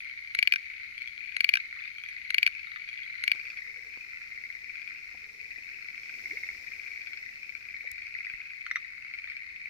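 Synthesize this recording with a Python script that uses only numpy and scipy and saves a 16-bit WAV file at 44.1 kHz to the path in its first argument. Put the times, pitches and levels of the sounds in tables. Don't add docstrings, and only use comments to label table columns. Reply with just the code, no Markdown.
import sys
import numpy as np
from scipy import signal
from scipy.fft import rfft, irfft, next_fast_len
from scipy.io import wavfile
from scipy.ndimage import uniform_filter1d

SR = 44100
rng = np.random.default_rng(int(sys.argv[2]) if len(sys.argv) > 2 else 0)


def materialize(psi):
    bounded = np.clip(np.atleast_2d(psi).T, -1, 1)
    quanta = np.round(bounded * 32767).astype(np.int16)
    wavfile.write(sys.argv[1], SR, quanta)


N = 427329
TIME = np.arange(N) / SR

WARM_UP_PULSES = 0.91
SHORTEST_GAP_S = 0.025

# (first pulse [s], last pulse [s])
NEAR_CALLS = [(.3484, .5217), (1.3653, 1.5372), (2.3036, 2.464), (3.2374, 3.316)]
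NEAR_GAPS = [.04, .038, .0468, .048]
NEAR_FULL_DB, START_WEAK_DB = -9.5, 4
NEAR_FULL_HZ, START_FLAT_HZ = 2373, 230


def near_pulses():
    rows = []
    for first_s, last_s in NEAR_CALLS:
        for k, s in enumerate(beats(first_s, last_s, NEAR_GAPS)):
            slack = np.exp(-k / WARM_UP_PULSES)
            effort_db = NEAR_FULL_DB - START_WEAK_DB * slack
            pitch_hz = NEAR_FULL_HZ - START_FLAT_HZ * slack
            rows.append((s, effort_db, pitch_hz))
    return rows


# (frequency [Hz], level [dB], rise [s], t60 [s], growth [dB per dB of effort], balance [dB])
NEAR_VOICE = [(2400, -4, 0.00065, .018, 2.2, 7.5), (2815, -9, 0.0006, 0.0064, 1.8, 17.5),
              (1657, -17.5, 0.00032, 0.013, 0.5, 6.5), (4820, -37.5, 0.0011, 0.013, -2.5, 11),
              (4570, -16.5, .0015, .014, 1.6, 8.5), (5530, -31.5, 0.00029, .01, 0.5, -2),
              (7080, -35, 0.0025, .011, -1.8, 3.5), (9300, -49.5, 0.0014, 0.011, -1.5, -2),
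              (11650, -21.5, 0.002, 0.014, 2.8, 5), (12500, -33.5, 0.00094, 0.0089, 0, 7)]
# (time [s], effort [dB], pitch [Hz])
CLOSING_CLICKS = [(0.5363, -11.5, 2370), (0.5583, -14.5, 2340), (1.5539, -12.5, 2410), (1.5706, -18, 2340),
                  (2.4739, -13, 2330)]
# (frequency [Hz], level [dB], rise [s], t60 [s], growth [dB per dB of effort], balance [dB])
SLACK_VOICE = [(2385, -8.5, 0.0016, 0.018, 1.5, 6), (1568, -17, .0007, 0.018, -0.31, 7),
               (2880, -19, 0.00073, 0.0069, -1, 14), (3790, -29.5, 0.0013, 0.014, -0.82, 8),
               (4520, -25, .0012, 0.013, 1.5, 2), (5550, -26, 0.00049, 0.0064, 0, -6),
               (11200, -29.5, 0.0012, .007, 1.2, 1)]


def near_male(level_db, unfiltered_db):
    calls = close_frog(near_pulses(), NEAR_VOICE, full_db=NEAR_FULL_DB, delay_ms=0.2982, rasp=0.012)
    clicks = close_frog(CLOSING_CLICKS, SLACK_VOICE, full_db=-13, delay_ms=0.277, rasp=0.022)
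    sac = hollowed(calls + clicks, notch_hz=1780, width_hz=84, depth=0.5)
    return from_db(level_db) * (radiated(sac, low_hz=1540, order=6) + from_db(unfiltered_db) * sac)


# (first pulse [s], last pulse [s], first gap [s],
# level [dB], pitch [Hz], balance [dB], left delay [ms], brightness [dB])
RIVAL_CALLS = [(.004, .096, 0.041, -29, 2310, 6, 0.11, 1.5), (.978, 1.074, 0.04, -24.5, 2287, 7, .1, -2.5),
               (1.982, 2.086, 0.054, -28, 2330, 3, -.12, 2.5),
               (2.888, 3.032, 0.041, -28, 2330, 5, -0.13, -0.5)]
# (frequency [Hz], level [dB], rise [s], t60 [s], growth [dB per dB of brightness], balance [dB])
RIVAL_VOICE = [(2330, 0, 0.0013, 0.016, 0.5, -2), (1480, -19, 0.0014, 0.01, 2, 2),
               (3240, -19, 0.00087, 0.013, 1.5, 11), (4430, -21, 0.0013, 0.012, -1, 3),
               (5800, -22, .0015, .009, 0.5, -3), (10900, -34.5, 0.0021, 0.022, 1.5, 2)]


def rival():
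    return slowing_calls(RIVAL_CALLS, RIVAL_VOICE, level_db=7.0, echo_db=-14.5, uneven_db=2.3, pitch_jitter=0.016)


# (time [s], effort [dB], pitch [Hz])
BIG_PULSES = [(8.6638, -21, 2080), (8.7113, -16, 2000), (8.7571, -15, 2024), (8.7655, -24, 1840)]
# (frequency [Hz], level [dB], rise [s], t60 [s], growth [dB per dB of effort], balance [dB])
BIG_VOICE = [(2038, 0.5, 0.0015, 0.0086, 1.8, 3), (1327, -26.5, 0.00083, 0.012, -0.8, 3.5),
             (3690, -26, 0.0027, 0.02, 1.5, 2), (2960, -31, 0.00067, 0.0064, -0.6, 2),
             (4200, -34, 0.0017, 0.014, -0.55, 2), (5830, -27.5, 0.0019, 0.017, 2, 3)]


def big_frog(level_db):
    sac = close_frog(BIG_PULSES, BIG_VOICE, full_db=-14.5, delay_ms=0.063, rasp=0.015)
    return from_db(level_db) * radiated(sac, low_hz=1230)


# (first pulse [s], last pulse [s], first gap [s],
# level [dB], pitch [Hz], balance [dB], left delay [ms], brightness [dB])
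NEIGHBOUR_CALLS = [(.77, .863, 0.048, -38, 2050, 10, .22, 5.5),
                   (1.205, 1.291, 0.033, -29.5, 2420, 16, .15, -4),
                   (1.762, 1.854, .042, -39, 1880, 7, 0.22, 11),
                   (1.79, 1.876, 0.047, -32, 2450, 15, 0.1, 5), (2.127, 2.163, .04, -34, 2180, 11, .24, 8),
                   (2.549, 2.593, .044, -28.5, 2460, 16, 0.16, 2.5),
                   (2.669, 2.759, 0.047, -31, 1965, 4.5, 0.25, 10.5),
                   (3.295, 3.397, 0.062, -28.5, 2270, 10, 0.075, 4),
                   (3.452, 3.571, 0.049, -30, 2410, 2, -0.043, 7),
                   (4.32, 4.55, 0.055, -29, 2110, 7, -0.18, -0.5),
                   (4.642, 4.875, .053, -31.5, 2354, 14, -.05, 5),
                   (5.4, 5.583, .054, -34, 2430, 17, 0.088, -5),
                   (5.824, 5.884, 0.067, -31, 2278, 15, -0.14, 4.5),
                   (5.977, 6.139, 0.055, -31, 2343, 2, -0.061, 4.5),
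                   (6.256, 6.488, .054, -24.5, 2150, 1, -0.091, -5),
                   (6.68, 6.862, 0.054, -30, 2339, 9, 0.004, -18),
                   (6.916, 6.959, 0.049, -31.5, 2320, 7, -0.0011, 1),
                   (7.015, 7.172, .055, -30.5, 2304, 6, -0.13, 7.5),
                   (7.43, 7.55, 0.062, -28, 2310, 8, 0.13, 4),
                   (7.686, 7.874, 0.057, -29.5, 2270, 5, 0.074, -9),
                   (7.98, 8.067, 0.04, -30.5, 2280, 10, -0.11, 5.5),
                   (8.15, 8.336, .055, -26, 2083, 1.5, -0.15, -1.5),
                   (8.186, 8.298, .061, -28, 2330, 6, -0.073, 3),
                   (9.137, 9.366, 0.049, -28.5, 2268, 5, 0.12, 5.5),
                   (9.273, 9.318, .045, -33.5, 1940, 0, 0.11, 8.5),
                   (9.656, 9.71, 0.053, -27.5, 2323, 7, .04, -4)]
# (frequency [Hz], level [dB], rise [s], t60 [s], growth [dB per dB of brightness], balance [dB])
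COMMON_VOICE = [(2257, 1, 0.0013, 0.018, 0, 1.5), (1486, -24, 0.0015, .016, 1, 1),
                (3164, -26, 0.00073, 0.0077, 1.5, -4.5), (4315, -22.5, 0.0017, 0.011, 1.5, 1.5),
                (5100, -22, 0.002, 0.0085, 1.5, -3.5)]


def neighbours():
    return slowing_calls(NEIGHBOUR_CALLS, COMMON_VOICE, level_db=7.5, echo_db=-9.0, uneven_db=0.3,
                         pitch_jitter=0.013)


SLOWING = [1, 1.12, 1.17, 1.2]
FIRST_PULSE_WEAK_DB = 1.5


def slowing_calls(calls, voice, level_db, echo_db, uneven_db, pitch_jitter):
    out = np.zeros((2, N))
    for first_s, last_s, gap_s, db, hz, balance_db, delay_ms, bright_db in calls:
        ears = panned(balance_db)
        ears = ears / np.sqrt(np.mean(ears ** 2))
        for k, s in enumerate(beats(first_s, last_s, gap_s * np.array(SLOWING))):
            loud, sharp = rng.standard_normal(2)
            weak_db = FIRST_PULSE_WEAK_DB * np.exp(-k / WARM_UP_PULSES)
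            gain = from_db(db + level_db + uneven_db * loud - weak_db)
            pitch_hz = hz * (1 + pitch_jitter * sharp)
            sound = gain * ears * pulse(voice, pitch_hz, bright_db, delay_ms, vary_db=3.5, rasp=0.017)
            add(out, s, sound)
            add(out, s + rng.uniform(0.0054, 0.016), from_db(echo_db) * sound)
    return out


def close_frog(pulses, voice, full_db, delay_ms, rasp):
    out = np.zeros((2, N))
    for s, db, hz in pulses:
        add(out, s, pulse(voice, hz, db - full_db, delay_ms, vary_db=-1.0, rasp=rasp))
    return out


def pulse(voice, pitch_hz, effort_db, delay_ms, vary_db, rasp, glide=0.0068, glide_s=0.0027):
    hz, db, rise, t60, growth, balance_db = np.transpose(voice)[:, :, None, None]
    ear_delay_s = np.maximum([[delay_ms], [-delay_ms]], 0) / 1000
    t = np.maximum(np.arange(SR // 32) / SR - ear_delay_s, 0)
    main_hz = voice[0][0]
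    loud, sharp = rng.standard_normal((2,) + hz.shape) * (hz != main_hz)
    strength = from_db(db + growth * effort_db + vary_db * loud) * panned(balance_db)
    swell = (1 - np.exp(-(t / rise) ** 2)) * from_db(-60 * t / t60)
    tuned_hz = hz * (1 + 0.011 * sharp) * pitch_hz / main_hz
    cycles = tuned_hz * t * (1 + glide * np.tanh(t / glide_s - 1))
    ring = np.sum(strength * swell * np.sin(2 * np.pi * cycles), axis=0)
    return ring * (1 + rasp * rng.standard_normal(t.shape))


def beats(first_s, last_s, gaps_s):
    s = first_s + np.cumsum([0, *gaps_s])
    return np.append(s[s < last_s - SHORTEST_GAP_S], last_s)


def hollowed(x, notch_hz, width_hz, depth):
    b, a = signal.iirpeak(notch_hz, notch_hz / width_hz, fs=SR)
    return x - np.clip(depth, 0, 1) * signal.lfilter(b, a, x)


def radiated(x, low_hz, order=10):
    return signal.sosfilt(signal.butter(order, low_hz, "high", fs=SR, output="sos"), x)


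def surroundings(x, t60):
    t = np.arange(SR // 2) / SR
    tail = rng.standard_normal((2, len(t))) * from_db(-60 * t / t60) * (t > 0.004)
    return signal.fftconvolve(x, tail / np.sqrt(np.sum(tail ** 2) / 2), axes=1)[:, :N]


# (time [s], level [dB])
CHORUS_LEVEL = [(0.0, -46), (0.57, -45), (0.83, -46), (1.38, -45), (3.02, -45.5), (3.4, -43), (3.7, -46),
                (5.94, -47), (6.23, -45.5), (7.5, -47.5), (8.2, -46), (9.69, -47)]
# (frequency [Hz], level [dB per Hz])
FROM_BANK = [(1000, -43), (1400, -21), (1750, -16), (2050, -0.5), (2300, 1.5), (2700, -17), (3600, -25.5),
             (4400, -20), (5100, -31.5), (6300, -34.5), (8000, -49), (9600, -46.5), (11000, -40.5),
             (13000, -48)]
OVER_POND = [(1000, -40), (1350, -22), (1750, -16), (2050, 0), (2300, 0), (2520, -5), (2850, -23.5),
             (3400, -32.5), (4300, -23.5), (5400, -31.5), (6500, -37.5), (8000, -46.5), (11000, -45.5),
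             (13000, -47.5)]
# (frequency [Hz], balance [dB])
BANK_BALANCE = [(1000, -0.5), (2100, 2), (2700, 14.5), (4400, 12.5), (5100, 4)]
POND_BALANCE = [(1000, 1.3), (2300, 4.4), (8000, 0.57)]


def far_chorus(level_db, pitch_spread, distance_db, wet_db, blur_db, count=44):
    out = np.zeros((2, N))
    for frog in range(count):
        pitch, loud, side = np.clip(rng.standard_normal(3), -1.7, 1.7)
        pitch_hz = 2250 * np.exp(pitch_spread * pitch)
        sound = pulse(COMMON_VOICE, pitch_hz, 0, rng.uniform(-0.4, 0.41), vary_db=4.5, rasp=0.017)
        sound = sound * from_db(distance_db * loud) * panned(3 * side)
        pace_s = rng.uniform(0.04, 0.062)
        for start in np.cumsum(rng.uniform(0.6, 1, size=15)) - 1 - rng.random():
            steps = np.cumsum(pace_s * rng.uniform(0.85, 1.15, size=7))
            for s, db in zip(start + steps, rng.normal(0, 3.74, size=7)):
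                add(out, s, from_db(db) * sound)
    out = rms_one(out + from_db(wet_db) * surroundings(out, t60=0.53))
    out = out + from_db(blur_db) * noise(0)
    bank = leaning(coloured(out, FROM_BANK, flatten=True), BANK_BALANCE)
    pond = leaning(coloured(out, OVER_POND, flatten=True), POND_BALANCE)
    moved = over_pond()
    return from_db(in_time(CHORUS_LEVEL)[0] + level_db) * ((1 - moved) * bank + moved * pond)


MOVE_S = 3.35


def over_pond():
    return np.clip((TIME - MOVE_S) * 100, 0, 1)


# (time [s], level [dB], frequency [Hz], reach to either side [octaves], t60 [s], balance [dB])
KNOCKS = [(3.349, -39.5, 600, 2.4, 0.024, 10), (3.972, -47.5, 400, 1.1, 0.02, 1),
          (5.143, -54.5, 360, 0.52, 0.044, 2), (5.146, -54, 710, 0.24, 0.023, 6),
          (5.582, -53.5, 340, 1.3, 0.062, 0), (7.842, -55, 495, 0.23, 0.024, 0),
          (7.9154, -32.5, 14400, 1.85, 0.0049, -19), (7.919, -56, 67, 0.7, 0.088, 8),
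          (8.3317, -55, 13000, 0.76, .005, 1), (8.338, -51, 43, 0.85, 0.055, 3)]


def click_and_knocks(level_db):
    out, t = np.zeros((2, N)), np.arange(SR // 3) / SR
    for s, db, hz, octaves, t60, balance_db in KNOCKS:
        edges_hz = [hz / 2 ** octaves, min(hz * 2 ** octaves, SR * 0.45)]
        band = signal.butter(2, edges_hz, "band", fs=SR, output="sos")
        burst = signal.sosfilt(band, rng.standard_normal(len(t)) * from_db(-60 * t / t60))
        add(out, s, from_db(db + level_db) * panned(balance_db) * burst / abs(burst).max())
    return out


# (time [s], length [s], start [Hz], end [Hz],
# level [dB], throbs [per s])
LOW_NOTES = [(3.36, 0.18, 520, 506, -69, 23), (3.645, .27, 510, 461, -64.5, 11),
             (5.175, 0.347, 430, 422, -67, 26.3), (6.304, 0.057, 240, 520, -53, 4.9)]


def low_notes(waver):
    out = np.zeros((2, N))
    for s, length, start_hz, end_hz, db, throbs in LOW_NOTES:
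        t = np.arange(int(length * SR)) / SR
        unsteady = rms_one(uniform_filter1d(rng.standard_normal(SR), size=150))[:len(t)]
        hz = np.interp(t, [0, length], [start_hz, end_hz]) * (1 + waver * unsteady)
        throb = np.cos(np.pi * throbs * (t - length / 2)) ** 2
        swell = np.sqrt(np.sin(np.pi * t / length)) * throb
        add(out, s, from_db(db) * panned(1) * swell * np.sin(2 * np.pi * np.cumsum(hz) / SR))
    return out


# (time [s], level [dB])
HISS_LEVEL = [(3.4, -79), (3.49, -78), (4.9, -78.5), (5.94, -76.5), (6.27, -72.5), (8.02, -80),
              (8.39, -82.5), (9.69, -88)]
# (frequency [Hz], level [dB per Hz])
HISS_COLOUR = [(1500, -17), (3500, -5), (5400, 5), (7000, -9), (9000, -16.5), (12000, -16.5), (15000, -7),
               (16500, -29)]
RUSH_COLOUR = [(35, -3), (70, 3.5), (110, -7.5), (420, -3.5), (600, -11), (1000, -13), (4000, -51)]
HISS_PEAK_DB, RUSH_PEAK_DB = -57, -66
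HISS_FOLLOWS, RUSH_FOLLOWS = 1.48, 1.7


def water_hiss():
    swell_db, = in_time(HISS_LEVEL)
    swell_db = swell_db - swell_db.max()
    hiss = from_db(HISS_PEAK_DB + HISS_FOLLOWS * swell_db) * coloured(noise(0), HISS_COLOUR) * panned(3.7)
    rush = from_db(RUSH_PEAK_DB + RUSH_FOLLOWS * swell_db) * coloured(noise(0.91), RUSH_COLOUR)
    return over_pond() * (hiss + rush)


# (frequency [Hz], level [dB per Hz])
AIR = [(15, -5), (42, 0.5), (52, -0.5), (68, 3), (90, -3.5), (150, -6.5), (260, -11), (500, -18.5),
       (1000, -21), (4000, -38), (16000, -37)]


def night_air(level_db):
    return from_db(level_db) * coloured(noise(0.7), AIR) * panned(0.98)


def from_db(db):
    return 10 ** (np.asarray(db) / 20)


def rms_one(x):
    return x / np.sqrt(np.mean(x ** 2) + 1e-20)


def in_time(rows):
    s, *columns = np.transpose(rows)
    return [np.interp(TIME, s, c) for c in columns]


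def panned(balance_db):
    return from_db(np.array([[0.5], [-0.5]]) * balance_db)


def add(out, s, sound):
    i = int(round(s * SR))
    if 0 <= i < N:
        out[:, i:i + sound.shape[1]] += sound[:, :N - i]


def noise(likeness):
    mid, side = rng.standard_normal((2, N))
    likeness = np.clip(likeness, -1, 1)
    return np.sqrt(1 + likeness) * mid + np.sqrt(1 - likeness) * side * np.array([[1], [-1]])


def coloured(x, points, flatten=False):
    size = 2 * next_fast_len(N // 2 + 4096)
    spectrum, hz = rfft(x, size), np.arange(size // 2 + 1) * SR / size
    at, db = np.transpose(points)
    gain = from_db(np.interp(np.log(hz + 1), np.log(at), db))
    if flatten:
        own_power = uniform_filter1d(np.mean(abs(spectrum) ** 2, axis=0), size=1500)
        gain = gain / np.sqrt(abs(own_power) + 1e-12) / (1 + (at[0] * 0.65 / (hz + 50)) ** 4)
    cepstrum = irfft(np.log(gain))[:size // 2]
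    return rms_one(irfft(spectrum * np.exp(2 * rfft(cepstrum, size)))[:, :N])


def leaning(x, points):
    size = next_fast_len(N)
    hz = np.arange(size // 2 + 1) * SR / size
    gains = panned(np.interp(hz, *np.transpose(points)))
    return irfft(rfft(x, size) * gains / np.sqrt(np.mean(gains ** 2, axis=0)), size)[:, :N]


def scene():
    near = near_male(level_db=0.5, unfiltered_db=-21.5)
    big = big_frog(level_db=-1.0)
    around = radiated(rival() + neighbours(), low_hz=1150)
    sent = from_db(-25.5) * near + from_db(-9.5) * big + from_db(-9) * around
    scatter = surroundings(sent, t60=0.087)
    chorus = far_chorus(level_db=4.0, pitch_spread=0.071, distance_db=2.0, wet_db=-3, blur_db=-22.5)
    frogs = near + big + around + scatter + chorus
    small_sounds = click_and_knocks(level_db=-0.5) + low_notes(waver=0.11)
    return frogs + small_sounds + water_hiss() + night_air(level_db=-69.5)


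def record(dry):
    return signal.sosfilt(signal.ellip(10, 0.1, 80, 16000, fs=SR, output="sos"), dry)


dry = scene()
out = record(dry)
materialize(out)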